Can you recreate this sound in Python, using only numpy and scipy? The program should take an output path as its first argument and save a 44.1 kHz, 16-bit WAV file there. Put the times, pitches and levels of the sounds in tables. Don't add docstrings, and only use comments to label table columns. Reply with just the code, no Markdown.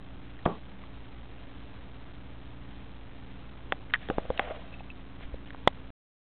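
import sys
import numpy as np
from scipy import signal
from scipy.fft import rfft, irfft, next_fast_len
from scipy.io import wavfile
from scipy.ndimage import map_coordinates

SR = 44100
rng = np.random.default_rng(int(sys.argv[2]) if len(sys.argv) > 2 else 0)


def invert_db(level):
    return 10 ** (np.asarray(level, dtype=float) / 20)


def unload_audio(sound):
    columns = np.transpose(np.atleast_2d(sound))
    steps = np.round(np.clip(columns, -1, 1) * 32767)
    wavfile.write(sys.argv[1], SR, steps.astype(np.int16))


N = 274743


def unit(x):
    return x / np.sqrt(np.mean(x ** 2) + 1e-20)


def along(points, hz):
    f, value = np.transpose(points)
    return np.interp(np.log(hz + 1), np.log(f + 1), value)


def filtered(x, response):
    size = next_fast_len(N + SR // 2)
    return irfft(rfft(x, size) * response(np.fft.rfftfreq(size, 1 / SR)), size)[:N]


def resonances(modes):
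    def response(f):
        total = 0
        for k, (centre, width, db) in enumerate(modes):
            damping = 1j * f * width
            total = total + (-1) ** k * invert_db(db) * damping / (centre * centre - f * f + damping)
        return total
    return response


def wobble(rate):
    knots = rng.standard_normal(int(N * rate / SR) + 4)
    return map_coordinates(knots, [np.arange(N) * rate / SR])


def strike(rings):
    out = np.zeros(N + SR)
    t = np.arange(SR // 10) / SR
    for start, db, hz, t60, rattle, sense in rings:
        noise = signal.lfilter(*signal.iirpeak(hz, 2.2, SR), rng.standard_normal(len(t)))
        rough = unit(noise) * np.minimum(t * hz, 1) ** 2
        pure = sense * np.sin(2 * np.pi * hz * t)
        decay = invert_db(db + 1.5 - 60 * t / t60)
        ring = decay * ((1 - rattle) * pure + 0.84 * rattle * rough)
        band = [min(hz * hz / 4000, hz / 1.6), min(3.5 * hz, 9000)]
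        out[round(start * SR):][:len(t)] += signal.lfilter(*signal.butter(2, band, "band", fs=SR), ring)
    return out[:N]


# (f/Hz, level/dB rms, unsteadiness/dB)
MOTOR = [(58.55, -51, .7), (117.05, -56.5, 1.5), (175.6, -64, 2), (193.6, -60.5, 3), (265.6, -59, 1),
         (291.2, -63.5, 3), (351, -70, 3), (3159, -80, 2)]
# (f/Hz, width/Hz, level/dB rms)
DRONE = [(17.93, 10, -56.5), (45.04, 8, -64), (73.86, 8, -66), (102.11, 8, -62), (148.9, 3.6, -68.5),
         (246.1, 5, -73), (449.1, 30, -70)]
# (f/Hz, level/dB per Hz)
AIR = [(5, -6.5), (60, -2), (200, -9.5), (400, -14.5), (800, -18), (1500, -26.5), (3000, -34), (4000, -34)]


def hum():
    t = np.arange(N) / SR
    out = np.zeros(N)
    for hz, db, loose_db in MOTOR:
        level = np.sqrt(2) * invert_db(db + loose_db * wobble(4))
        out += level * np.sin(2 * np.pi * (hz * t + rng.random()))
    for hz, width, db in DRONE:
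        out += invert_db(db) * unit(filtered(rng.standard_normal(N), resonances([(hz, width, 0)])))
    air = unit(filtered(rng.standard_normal(N), lambda f: invert_db(along(AIR, f))))
    return out + invert_db(-53 + 0.89 * wobble(2)) * air


# (t/s, peak level/dB, ring f/Hz, lower ring level/dB, t60/s)
TICKS = [(.39, -44, 1850, -60, .02), (.4545, -27, 3270, -46, .014), (.8367, -42, 2000, -37, .018),
         (4.087, -28, 3200, -26, .007), (4.1009, -30, 2400, -16, .008), (4.376, -26, 3700, -28, .005),
         (4.3768, -21, 2750, -30, .006), (5.2087, -33, 1600, -29, .003), (5.474, -42, 3000, -55, .01),
         (5.5056, -30, 3100, -23, .0035), (5.5319, -39, 1800, -55, .008), (5.6768, -7, 3650, -13, .007)]


def claw_ticks():
    rattle, lower_ratio = .3, .56
    rings = []
    for s, db, hz, low_db, t60 in TICKS:
        rings.append((s, db, hz, t60, rattle, -1))
        rings.append((s, low_db, lower_ratio * hz, t60, rattle, -1))
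    return strike(rings)


# (release t/s, level/dB, loading/s, flip/s, sense)
FLEXES = [
    (.46, -27, .005, .003, 1),
    (4.1001, -30, .007, .0005, -1),
    (4.1828, -28.5, .012, .0004, -1),
    (4.3033, -28.5, .011, .0007, 1),
    (5.24, -35, .022, .012, -1),
    (5.264, -35.5, .014, .0095, 1),
    (5.338, -30, .011, .003, -1),
    (5.67548, -2.5, .0006, .0001, -1),
]


def flexes():
    t = np.arange(N) / SR
    recovery = .85
    out = np.zeros(N)
    for s, db, load, flip, sense in FLEXES:
        building = np.exp(-((t - s) / load) ** 2)
        relaxing = np.exp(-np.abs(t - s) / (recovery * load))
        out += sense * invert_db(db) * np.tanh((s - t) / flip) * np.where(t < s, building, relaxing)
    return out


# (t/s, peak level/dB, ring f/Hz, t60/s, sense +1 outward -1 inward)
TAPS = [(.4546, -28, 1000, .015, 1), (.4572, -18, 778, .012, 1), (.458, -23, 165, .09, 1),
        (.4605, -21, 240, .05, 1), (.473, -23, 887, .018, 1), (.475, -19, 409, .025, 1),
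        (4.0875, -29, 850, .015, 1), (4.088, -27, 450, .025, 1), (4.1088, -25, 500, .05, -1),
        (4.253, -31, 540, .025, 1), (4.305, -19, 510, .027, -1), (4.509, -27, 620, .05, 1),
        (4.62, -42, 1000, .02, 1), (4.806, -34, 800, .02, 1), (5.3425, -27, 487, .014, 1),
        (5.5052, -36, 950, .006, 1), (5.547, -26, 950, .005, 1), (5.6793, -19, 1000, .012, 1)]


def pad_taps():
    return strike([(s, db, hz, t60, .22, sense) for s, db, hz, t60, sense in TAPS])


# (f/Hz, width/Hz, level/dB)
BOOM = [(153.5, 45, 1), (230, 73, -1), (305, 31, 1), (429, 48, -1), (767, 150, -6), (1135, 160, -8)]


def thump():
    t = np.maximum(np.arange(N) / SR - .457, 0)
    rocking = (t > 0) * (t < .125)
    level = invert_db(-60 * t / .28 + 2.2 * wobble(70))
    shake = rng.standard_normal(N) * level * rocking
    return invert_db(-7.5) * filtered(shake, resonances(BOOM))


# (t/s, peak level/dB, pulse f/Hz, board ring level/dB, edge crack level/dB)
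PUSHES = [
    (.4614, -4.5, 720, -17.5, -48),
    (3.93795, -4, 2300, -44, -24),
    (3.938, -2, 3400, -50, -22),
    (4.1002, -11.5, 420, -22, -34),
    (4.1833, -7, 623, -31, -37),
    (4.3947, -5, 1550, -15, -17),
    (5.6755, -1.5, 950, -19, -8),
]
PULLS = [
    (.4593, -11, 800, -32, -48),
    (3.7228, -5, 1450, -20, -19),
    (4.3032, -10, 560, -33, -35),
]
# (f/Hz, level/dB, t60/s, rattle 0-1)
BOARD = [(600, -11, .04, .2), (790, 0, .027, .15), (1300, -2, .01, .3)]
# (f/Hz, level/dB, t60/s, rattle 0-1)
EDGE = [(2100, -3, .008, .4), (2700, -3, .01, .5), (3400, -1, .006, .15)]


def claw_snaps():
    rings = []
    for sense, snaps in ((1, PUSHES), (-1, PULLS)):
        for s, db, hz, board_db, edge_db in snaps:
            rings.append((s, db, hz, 2.9 / hz, .03, sense))
            ring_s = s + 1.02 / hz
            crack_s = s + .00016
            rings += [(ring_s, board_db + d, f, t60, rattle, -sense) for f, d, t60, rattle in BOARD]
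            rings += [(crack_s, edge_db + d, f, t60, rattle, sense) for f, d, t60, rattle in EDGE]
    return strike(rings)


# (peak t/s, hollow level/dB, scratch level/dB, 10 dB rise/s, 10 dB fall/s)
STROKES = [(.468, -40, -57, .004, .045), (.815, -58, -68, .012, .03), (4.03, -56, -50, .03, .04),
           (4.13, -49, -60, .02, .08), (4.2, -51, -66, .02, .02), (4.257, -54, -62, .03, .04),
           (4.36, -54, -56, .04, .05), (4.415, -49, -56, .012, .03), (4.44, -52, -50, .03, .07),
           (4.51, -39, -55, .06, .016), (4.555, -46, -62, .015, .04), (4.65, -56, -65, .08, .12),
           (4.745, -57, -63, .03, .015), (5.235, -55, -50, .018, .015), (5.465, -61, -56, .01, .013)]
# (f/Hz, width/Hz, level/dB)
HOLLOW = [(480, 90, -6), (640, 90, 0), (800, 150, -8), (1200, 400, -14)]
# (f/Hz, width/Hz, level/dB)
FIBRE = [(1800, 960, 3), (3300, 820, -1)]


def drags():
    t = np.arange(N) / SR
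    hollow_level, scratch_level = np.zeros(N), np.zeros(N)
    for s, hollow_db, scratch_db, rise, fall in STROKES:
        stroke = invert_db(-10 * np.maximum((s - t) / rise, (t - s) / fall))
        hollow_level += invert_db(hollow_db) * stroke
        scratch_level += invert_db(scratch_db) * stroke
    out = np.zeros(N)
    for level, modes, clump_db in ((hollow_level, HOLLOW, 1.7), (scratch_level, FIBRE, 1.5)):
        slips = invert_db(clump_db * wobble(150)) * rng.standard_normal(N)
        out += level * unit(filtered(slips, resonances(modes)))
    return out


# (t/s, peak level/dB, ring f/Hz)
SKIPS = [
    (3.9, -42, 2020),
    (3.9076, -37, 1675),
    (3.9382, -13, 1750),
    (3.9409, -16, 2000),
    (3.9424, -12.5, 1880),
    (3.9475, -25, 1300),
    (3.951, -20, 1900),
    (3.9578, -25, 1720),
]


def claw_skips():
    t60, top_t60, rattle = .013, .006, .2
    rings = []
    for s, db, hz in SKIPS:
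        rings.append((s, db, hz, t60, rattle, -1))
        rings.append((s, db - 15, 1.6 * hz, top_t60, rattle, 1))
    return strike(rings)


# (t/s, peak level/dB)
TINGS = [
    (4.727, -45),
    (4.7397, -40),
    (4.7971, -45),
    (4.9019, -35),
]


def tings():
    return strike([(s, db, 2620, .03, .07, 1) for s, db in TINGS])


def scene():
    board = claw_ticks() + flexes() + pad_taps() + thump() + claw_snaps()
    return (hum() + board + drags() + claw_skips() + tings())[None]


def band_limit(x):
    return signal.sosfilt(signal.butter(12, 16600, fs=SR, output="sos"), x)


# (f/Hz, level/dB)
SMOOTHING = [(3300, 0), (3750, -1.7), (4000, -6.3), (4180, -13), (4400, -26), (4570, -44), (4750, -75),
             (5200, -120)]


def record(dry):
    up, down = 441, 80
    step, offset_steps, stop_s = np.sqrt(.5) / 128, 1.01, 5.9043
    blocks = N // up + 8
    fast, slow = blocks * up, blocks * down
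    guarded = signal.lfilter(*signal.butter(4, 4600, fs=SR), dry[0])
    taper = np.clip(np.linspace(16, 0, slow // 2 + 1), 0, 1)
    sampled = irfft(rfft(guarded, fast)[:slow // 2 + 1] * taper, slow) * down / up
    codes = np.clip(np.round(sampled / step + offset_steps), -128, 127)
    codes[round(stop_s * SR * down / up):] = 0
    hz = np.fft.rfftfreq(fast, 1 / SR)
    images = np.fft.fft(codes * step)[np.arange(len(hz)) % slow]
    played = irfft(images * invert_db(along(SMOOTHING, hz)), fast)[:N] * up / down
    played = np.clip(played, -128 * step, 128 * step)
    return band_limit(played[None])


dry = scene()
out = record(dry)
unload_audio(out)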